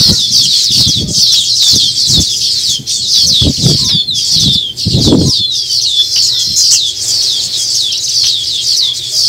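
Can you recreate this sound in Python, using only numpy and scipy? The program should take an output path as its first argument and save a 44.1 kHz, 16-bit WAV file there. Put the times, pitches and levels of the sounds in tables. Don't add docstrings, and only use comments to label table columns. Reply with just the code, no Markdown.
import sys
import numpy as np
from scipy import signal
from scipy.fft import rfft, irfft
from scipy.io import wavfile
from scipy.ndimage import uniform_filter1d

SR = 44100
rng = np.random.default_rng(int(sys.argv[2]) if len(sys.argv) > 2 else 0)


def bounce(signal):
    frames = np.transpose(np.atleast_2d(signal))
    limited = np.clip(frames, -1, 1)
    pcm = np.round(limited * 32767).astype(np.int16)
    wavfile.write(sys.argv[1], SR, pcm)


N = 409248
TIME = np.arange(N) / SR

# turn_s (from trill to slide), trill_length_s, trill_pitch_hz, trill_level_db,
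# slide_length_s, slide_top_hz, resting_hz, slide_level_db
PHRASES = [(0.127, 0.165, 4600, -7, 0.15, 6020, 3390, -14),
           (0.325, 0.045, 4500, -16, 0.15, 5680, 3112, -15),
           (0.439, 0.12, 4806, -7.5, 0.14, 6360, 3264, -14),
           (0.642, 0.15, 4530, -10.5, 0.091, 5700, 3244, -13),
           (0.779, 0.071, 4914, -11, 0.13, 5260, 3240, -15),
           (0.885, 0.17, 4624, -11, 0.13, 6120, 3210, -14.5),
           (1.207, 0.05, 4812, -12.5, .17, 5850, 3226, -13.5),
           (1.326, 0.15, 4610, -10.5, .11, 5830, 3115, -10.5),
           (1.564, 0.09, 4510, -11, .125, 5760, 3436, -10.5),
           (1.684, 0.1, 4920, -15.5, 0.17, 5660, 3118, -15.5),
           (1.759, 0.097, 4603, -7.5, 0.14, 6190, 3110, -12),
           (1.931, .11, 4600, -16, 0.15, 4880, 3420, -33),
           (2.088, 0.14, 4570, -10.5, 0.12, 5940, 3430, -12),
           (2.205, 0.13, 4710, -11, 0.14, 6430, 3180, -18),
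           (2.64, 0.11, 4470, -19, 0.14, 5140, 3080, -15.5),
           (3.112, 0.028, 4724, -24, 0.13, 5020, 3135, -14),
           (3.274, 0.19, 4860, -9.5, 0.17, 6140, 3298, -10),
           (3.598, 0.13, 4690, -18, 0.13, 4810, 3190, -17.5),
           (3.797, 0.2, 4880, -13.5, 0.17, 4992, 3330, -19),
           (3.851, 0.075, 4530, -13.5, 0.18, 6060, 3440, -12.5),
           (4.32, 0.19, 4900, -16.5, .18, 5620, 3249, -14.5),
           (4.403, 0.1, 4560, -11.5, 0.193, 6070, 3494, -12.5),
           (4.533, 0.065, 4400, -25, 0.18, 5280, 3083, -17),
           (4.869, 0.093, 4700, -16.5, 0.14, 4970, 3250, -26),
           (5.015, 0.029, 4540, -37, 0.11, 4760, 3326, -15),
           (5.117, 0.11, 4746, -16, 0.067, 5160, 3340, -46),
           (5.299, .15, 4470, -19, .17, 5660, 3420, -15.5),
           (5.418, 0.0906, 4620, -18, 0.039, 4200, 3450, -34),
           (5.64, 0.11, 5100, -14.5, 0.055, 5270, 3250, -27),
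           (5.818, 0.13, 4714, -11.5, 0.21, 5970, 3446, -12.5),
           (6.272, 0.17, 4850, -10, 0.17, 5630, 3240, -14), (6.74, 0.17, 4920, -8.5, 0.17, 6060, 3250, -13),
           (7.231, 0.17, 4850, -13, 0.17, 5850, 3214, -16),
           (7.752, 0.15, 4980, -15, 0.17, 6330, 3144, -14.5),
           (8.262, 0.15, 4760, -9.5, .18, 6010, 3260, -13.5),
           (8.474, 0.033, 4880, -17.5, .15, 5170, 3150, -17),
           (8.772, 0.14, 4750, -11, 0.16, 5690, 3297, -12),
           (8.967, 0.031, 4700, -37, 0.13, 4340, 3320, -23), (9.29, 0.18, 4860, -10.5, .15, 5850, 3300, -6)]
WARBLES_PER_S = 67


def undb(db):
    return 10 ** (np.asarray(db) / 20)


def unit(x):
    return x / np.sqrt(np.mean(x ** 2) + 1e-18)


def curves(table, t=TIME):
    s, *columns = np.transpose(table)
    return [np.interp(t, s, c) for c in columns]


def colour(x, points):
    hz, db = np.transpose(points)
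    f = np.maximum(np.fft.rfftfreq(len(x), 1 / SR), 1)
    gain = undb(np.interp(np.log(f), np.log(hz), db))
    return irfft(rfft(x) * gain, len(x))


def noise(points):
    return unit(colour(rng.standard_normal(N), points))


def wander(t, rate):
    steps = rng.standard_normal(int(t[-1] * rate) + 2)
    return np.interp(t * rate, np.arange(len(steps)), steps)


def clock(length):
    return np.arange(int(max(length, .01) * SR)) / SR


def gate(t, rise, fall):
    edge = np.clip(np.minimum(t / rise, (t[-1] - t) / fall), 0, 1)
    return np.sin(np.pi / 2 * edge) ** 2


def add(out, s, x):
    i = int(s * SR)
    x = x[max(-i, 0):max(N - i, 0)]
    out[max(i, 0):max(i, 0) + len(x)] += x


def near_birds():
    # start_s, length_s, level_db (before the trim below)
    rasp_table = [(0.557, 0.1, -21), (1.07, 0.15, -25), (1.33, .16, -20.5), (1.613, 0.13, -17.5),
                  (2.057, 0.11, -20), (2.198, 0.044, -14.5), (2.682, 0.051, -16.5), (2.913, 0.1, -20),
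                  (3.474, 0.055, -26), (3.613, 0.055, -23), (4.248, 0.067, -22.5), (5.017, 0.069, -24),
                  (5.867, 0.065, -26), (6.215, 0.072, -16), (6.38, 0.067, -18), (6.554, 0.076, -8.5),
                  (6.7, 0.065, -7), (6.856, 0.071, -22.5), (7.001, 0.092, -20), (7.069, 0.043, -12),
                  (7.403, 0.082, -21.5), (7.558, 0.1, -24), (8.606, 0.056, -23), (8.951, 0.052, -22.5)]
    # start_s, length_s, first_hz, last_hz, level_db
    slur_table = [(2.478, 0.12, 5250, 3980, -16), (2.987, 0.1, 4560, 3580, -16.5),
                  (4.88, 0.12, 4720, 3740, -17), (5.851, 0.022, 2940, 2840, -24.5),
                  (6.719, 0.047, 3195, 2855, -19.5), (7.355, 0.027, 5010, 4500, -15.5),
                  (7.385, 0.027, 4960, 3510, -14.5), (7.406, 0.015, 5020, 3300, -21),
                  (7.996, 0.038, 7000, 6100, -21)]
    # top_s (roughly), top_hz, level_db (before the trim below)
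    chip_table = [(7.932, 5610, -14), (7.982, 5600, -16), (8.05, 6110, -15), (8.099, 6020, -14)]
    # time_s, pitch_hz, level_db
    whistle_table = [
        [(3.85, 6890, -27), (3.89, 5510, -14.5), (3.93, 4860, -14), (4.0, 4340, -17), (4.06, 4260, -35),
         (4.085, 4180, -10.5), (4.13, 3560, -15), (4.19, 3284, -16.5), (4.25, 3130, -39)],
        [(5.25, 7240, -20), (5.28, 5775, -17.5), (5.33, 4820, -11), (5.4, 4270, -21.5), (5.48, 4110, -17),
         (5.53, 3756, -13.5), (5.59, 3410, -25), (5.69, 3145, -25.5), (5.76, 2950, -32)],
    ]
    lead_s, gap_s = .02, .0069
    out = np.zeros(N)
    for s, trill_s, hz, db, slide_s, top_hz, rest_hz, slide_db in PHRASES:
        rate = WARBLES_PER_S * (1 + .0511 * rng.standard_normal())
        add(out, s - trill_s - lead_s, trill(trill_s + lead_s - gap_s, hz, rate, db + 1.1))
        add(out, s - .02, slide(slide_s, top_hz, rest_hz, slide_db))
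    for s, length, db in rasp_table:
        hz = 6150 - 19 * db
        add(out, s, rasp(length, hz, db - 1))
    for s, *note in slur_table:
        add(out, s, slur(*note))
    for s, top_hz, db in chip_table:
        add(out, s - .034, chip(top_hz, db + .5))
    for rows in whistle_table:
        add(out, rows[0][0], whistle(rows))
    return out


def trill(length, hz, rate, db, depth_hz=1400, sag_hz=1050):
    t = clock(length)
    cycle = 2 * np.pi * np.cumsum(rate * (1 + .04 * wander(t, 50))) / SR
    leap = (.5 + .5 * np.cos(cycle)) ** 2
    tension = 1 - t / t[-1]
    pitch = hz + depth_hz * (leap - .2) * (.75 + .5 * tension) + sag_hz * (tension - .45)
    loudness = (1 - .38 * leap) * undb(db) * gate(t, .5 * length, .013)
    return twigs(syrinx(t, pitch, rough=.0139) * loudness, echo_db=-5.5, spread_s=.016)


def slide(length, top_hz, rest_hz, db, buzz_hz=135, buzz=0.29):
    t = clock(length + .0149)
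    sinking = np.clip((3435 - rest_hz) / 210, 0, 1)
    sink = .27 * sinking
    drop = np.exp((.008 - np.hypot(t - .018, .008)) / .029)
    tension = (1 - sink) * drop + sink * (1 - t / t[-1])
    hz = rest_hz + (top_hz - rest_hz) * tension
    flutter = np.sin(2 * np.pi * np.cumsum(buzz_hz * (1 + .13 * wander(t, 68.1))) / SR)
    fade_db = (8 * sinking - 3.5 * (1 - sinking)) * (.5 - t / t[-1])
    tone = syrinx(t, hz * (1 + .036 * flutter * (.5 + tension)), rough=.024 * (.7 + tension))
    return twigs(tone * (1 + buzz * flutter) * undb(db + fade_db) * gate(t, .026, .005), echo_db=-4.5)


def rasp(length, hz, db, pulses_per_s=170):
    t = clock(length)
    pulse_phase = 2 * np.pi * np.cumsum(pulses_per_s * (1 + .3 * wander(t, 100))) / SR
    rattle = 1 + .55 * np.sin(pulse_phase)
    tone = syrinx(t, hz * (1 + .12 * wander(t, 450)), rough=.1)
    return twigs(tone * rattle * undb(db) * gate(t, .015, .033), echo_db=-.5)


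def slur(length, first_hz, last_hz, db):
    t = clock(length)
    quaver = 1 + .05 * np.sin(2 * np.pi * WARBLES_PER_S * t) + .025 * wander(t, 300)
    hz = (first_hz + (last_hz - first_hz) * t / length) * quaver
    return twigs(syrinx(t, hz, rough=.022) * undb(db) * gate(t, .011, .0055))


def chip(top_hz, db, length=0.061, trough_hz=3750):
    t = clock(length)
    arch = np.exp(-((t - length / 2) / (.012 * rng.uniform(.8, 1.25))) ** 2)
    hz = (trough_hz + (top_hz - trough_hz) * arch) * (1 + .0386 * arch * wander(t, 605))
    tone = syrinx(t, hz, rough=.015 + .04 * arch)
    return twigs(tone * undb(db - 6 * (1 - arch)) * gate(t, .01, .01), spread_s=.008)


def whistle(rows):
    start_s, end_s = rows[0][0], rows[-1][0]
    t = clock(end_s - start_s)
    hz, db = curves(rows, start_s + t)
    return twigs(syrinx(t, hz, rough=.011) * undb(db) * gate(t, .015, .0089))


def syrinx(t, hz, rough, overtone_db=-28, third_db=-42):
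    phase = 2 * np.pi * np.cumsum(hz * (1 + rough * wander(t, 1500))) / SR
    overtones = undb(overtone_db) * np.sin(2 * phase) + undb(third_db) * np.sin(3 * phase)
    return np.sqrt(2) * (np.sin(phase) + overtones)


def twigs(x, echo_db=-6, spread_s=0.024, count=14):
    lags = (rng.uniform(.05, 1, count) * spread_s * SR).astype(int)
    gains = undb(echo_db) * rng.standard_normal(count) / np.sqrt(count)
    out = np.pad(x, (0, lags.max()))
    for lag, gain in zip(lags, gains):
        out[lag:lag + len(x)] += gain * x
    return out


def foliage(x, wet_db=-12, t60=0.38):
    t = clock(.5)
    tail = rng.standard_normal(len(t)) * undb(-60 * t / t60)
    return x + undb(wet_db) * signal.fftconvolve(x, tail / np.linalg.norm(tail))[:N]


def colony(chatter_db=-4.0, sizzle_db=-15.0, count=150):
    # pitch_hz, level_db
    crowd_colour = [(1500, -30), (2500, 13), (3000, 13.5), (3400, 9), (3900, 1), (4700, 2), (6500, 0.5),
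                    (8000, 14), (9500, 2.5), (15000, 2)]
    song, harsh = np.zeros(N), np.zeros(N)
    for k, (when, size, pace, loud) in enumerate(rng.uniform(-1, 1, (count, 4))):
        s = (k + when / 2) / count * (N / SR + .1) - .1
        pitch, db = 1 + .12 * size, 4.7 * loud
        rate = WARBLES_PER_S * (1 + .3 * pace)
        add(song, s, trill(.12, 4800 * pitch, rate, db + .5))
        if k % 2:
            add(song, s, slide(.15, 5800 * pitch, 3230, db - 11))
        else:
            add(song, s, chip(5700 / pitch, db - 4.5))
        add(song, s, rasp(.097, 4900 * pitch, db - 4))
        add(harsh, s, trill(.1, 7000 / pitch, rate, -db))
        add(harsh, s + .036, rasp(.06, 7500 * pitch, 5 * pace - 3))
    harsh = colour(harsh, [(4000, -27), (6000, 13.5), (7000, 6.0), (8600, 10.5), (9900, -2)])
    chatter = unit(colour(song, crowd_colour)) * undb(chatter_db)
    crowd = chatter + unit(harsh) * undb(sizzle_db)
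    return twigs(crowd, echo_db=-7, spread_s=.012)[:N] * undb(excitement())


def excitement():
    # time_s, level_db
    drift = [(0, -14), (.7, -16.5), (1.3, -14), (1.9, -19), (2.4, -11.5), (3.4, -16), (4.3, -15),
             (5.2, -19.5), (6.1, -20.5), (6.7, -19.5), (7, -18.5), (7.6, -13.5), (8.2, -17), (9.28, -17)]
    # restart_s (back to full level), length_s, depth_db
    lulls = [(2.88, 0.13, 20.5), (3.098, 0.08, 6.5), (4.155, 0.31, 32), (4.785, 0.23, 16.5),
             (5.509, 0.11, 30.5), (7.543, 0.096, 7), (8.952, 0.075, 16)]
    join_db, join_s = 3, .2
    die_away_s, restart_s = .044, .035
    singing = np.zeros(N)
    for s, trill_s, _, db, *_ in PHRASES:
        add(singing, s - trill_s, np.full(len(clock(trill_s)), undb(db)))
    singing = uniform_filter1d(singing, int(join_s * SR) + 1)
    hush = np.zeros(N)
    for s, length, depth_db in lulls:
        edge = np.minimum((TIME - s + length) / die_away_s, (s - TIME) / restart_s)
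        hush += depth_db * np.clip(edge, 0, 1)
    bursts = 1.5 * wander(TIME, 11)
    return curves(drift)[0] + join_db * singing / singing.std() / 2 + bursts - hush


def hoarseness(song, hiss_db=-22, flicker_db=3.0):
    high = colour(song, [(3800, -59), (5600, 6.0)])
    syllables = np.sqrt(uniform_filter1d(high ** 2, size=50) + 1e-12)
    hiss = noise([(2500, -32), (5000, -7), (7000, 3.5), (10000, -0.5), (15000, -6)])
    return hiss * syllables * undb(hiss_db + flicker_db * wander(TIME, 13))


def far_chatter(db=-29):
    surge = 5 * wander(TIME, 7)
    wash = noise([(700, -24), (1300, -13), (2400, 1), (4000, -10.5)])
    return wash * undb(db + excitement() + surge)


def drone(db=-19):
    # pitch_hz, level_db
    buzz_colour = [(3600, -62), (3980, -8), (4150, 12.5), (4330, -1.5), (4650, -5), (5300, 6), (6200, -14),
                   (11000, -42), (12300, -17), (13500, -35)]
    swell_db, = curves([(5.92, -66.5), (5.97, 1), (6.66, 4), (6.76, -54.5)])
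    return noise(buzz_colour) * undb(db + swell_db)


def snaps(t60=0.18):
    # start_s, level_db
    snap_table = [(3.888, -15.5), (6.158, -19.5), (8.234, -21.5)]
    # pitch_hz, level_db
    snap_colour = [(500, -18), (1400, -14), (2200, -9), (2900, -10.5), (4500, 0), (9000, -31)]
    level, t = np.zeros(N), clock(.2)
    for s, db in snap_table:
        add(level, s, undb(db - 60 * t / t60) * gate(t, .0042, .02))
    return level * noise(snap_colour)


def wind(breeze_db=-39, full_db=-9):
    # start_s, length_s, crest_level_db (before the rumble is limited)
    gust_table = [(0, 0.016, -12.5), (0.062, 0.078, -9.5), (0.258, 0.24, -27), (0.701, 0.02, -21.5),
                  (0.744, 0.094, -16.5), (0.862, 0.038, -13), (0.966, 0.1, -11), (1.082, 0.037, -10.5),
                  (1.163, 0.028, -19.5), (1.731, 0.046, -10.5), (1.783, 0.089, -27), (2.08, 0.062, -19),
                  (2.156, 0.067, -7.5), (2.691, 0.0054, -21), (2.79, 0.017, -22.5), (3.24, 0.11, -19),
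                  (3.421, 0.092, -6.5), (3.581, 0.14, -8), (3.685, 0.077, -10.5), (3.794, 0.082, -18),
                  (3.898, 0.084, -20.5), (4.349, 0.22, -15), (4.861, 0.024, -9), (4.909, 0.14, -6.5),
                  (5.044, 0.14, 0), (5.189, 0.061, -3), (5.255, 0.041, -9.5), (5.392, 0.014, -21.5),
                  (6.475, 0.065, -24), (7.44, 0.066, -34)]
    # pitch_hz, level_db
    rumble_colour = [(20, -52), (45, -13), (75, -2), (130, 3), (220, -3), (350, -16.5), (550, -32.5),
                     (900, -82)]
    gust = np.zeros(N)
    for s, length, db in gust_table:
        add(gust, s - .01, gust_shape(length, db))
    breeze = undb(breeze_db + 4.5 * wander(TIME, 22)) * np.interp(TIME, [5.3, 5.7], [1, 0])
    rumble = undb(full_db) * np.tanh(gust / undb(full_db))
    deep = (rumble + breeze) * noise(rumble_colour)
    tearing = noise([(100, -16), (280, 10.0), (600, -6.5), (1100, -29.5), (3000, -58)])
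    torn = gust ** 2 * tearing * undb(3.2 * wander(TIME, 130))
    return (deep + torn) * undb(2.5 * wander(TIME, 90))


def gust_shape(length, db):
    t = clock(length + .03)
    swell_db = np.interp(t / t[-1], [0, .55, 1], [-11, 0, -10])
    return undb(db + swell_db) * gate(t, .01, .026)


def far_calls(count=4):
    # start_s, length_s, pitch_hz, glide_octaves, level_db (before the factor 1.3),
    # tilt_db (level change per overtone)
    call_table = [(0.014, 0.18, 484, -0.041, -43, 1), (1.03, 0.16, 590, 0.051, -45.5, -11),
                  (3.241, 0.16, 509, 0.17, -40, -24), (3.774, 0.17, 1090, -0.21, -43, -12),
                  (4.245, 0.17, 915, -0.099, -48.5, -10), (5.245, 0.096, 1043, -0.093, -41, -12),
                  (5.784, .16, 895, -.07, -52, -22), (6.276, 0.2, 484, 0.032, -52.5, 2.5),
                  (8.792, 0.15, 1024, 0.098, -50.5, 7.5), (9.114, 0.14, 613, 0.15, -42.5, -14)]
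    out = np.zeros(N)
    for s, length, hz, glide, db, tilt_db in call_table:
        t = clock(length)
        waver = 1 + .025 * (np.sin(np.pi * t / length) - .7) + .03 * wander(t, 390)
        phase = 2 * np.pi * np.cumsum(hz * 2 ** (glide * t / length) * waver) / SR
        tone = sum(undb(tilt_db * k) * np.sin((k + 1) * phase) for k in range(count))
        add(out, s, tone * 1.3 * undb(db) * gate(t, .015, .072))
    return foliage(out, wet_db=0, t60=.3)


def engine(chugs_per_s=12, chug_db=-43.5, hum_db=-53.5):
    # pitch_hz, level_db
    chug_colour = [(50, -35), (95, -26), (120, 9), (145, -10), (200, -24), (500, -52)]
    hum_colour = [(200, -59), (335, -16), (362, -9), (390, -37), (700, -53)]
    turns = np.floor(chugs_per_s * (TIME + .003 * wander(TIME, 5)))
    pulses = np.diff(turns, prepend=0) > 0
    chug = unit(colour(pulses * undb(2.0 * wander(TIME, 6.9)), chug_colour))
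    return chug * undb(chug_db) + noise(hum_colour) * undb(hum_db)


def background(air_db=-38.5):
    # pitch_hz, level_db
    air_colour = [(25, -27), (70, -5), (120, 1), (170, -18.5), (280, -14.5), (365, -10.5), (520, -17.5),
                  (1200, -32), (2500, -25.5), (15000, -32.5)]
    rush_db, = curves([(6.8, -76), (7.05, -32.5), (7.7, -37), (8.4, -45)])
    rush = noise([(80, -13.0), (280, -7.0), (600, -7.5), (1200, -18.5), (2500, -10.5), (8000, -18.0)])
    return noise(air_colour) * undb(air_db + wander(TIME, 1.8)) + rush * undb(rush_db)


def scene():
    song = colour(near_birds() + colony(), [(1600, -13), (2600, -2.5), (3100, -0.5)])
    tree = foliage(song + hoarseness(song) + drone() + snaps())
    mono = tree + far_calls() + far_chatter() + wind() + engine() + background()
    return np.array([mono, mono])


def record(dry, knee=6, top_hz=15700):
    clipped = dry / (1 + np.abs(dry) ** knee) ** (1 / knee)
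    return signal.sosfilt(signal.ellip(10, .1, 70, top_hz, fs=SR, output="sos"), clipped)


dry = scene()
out = record(dry)
bounce(out)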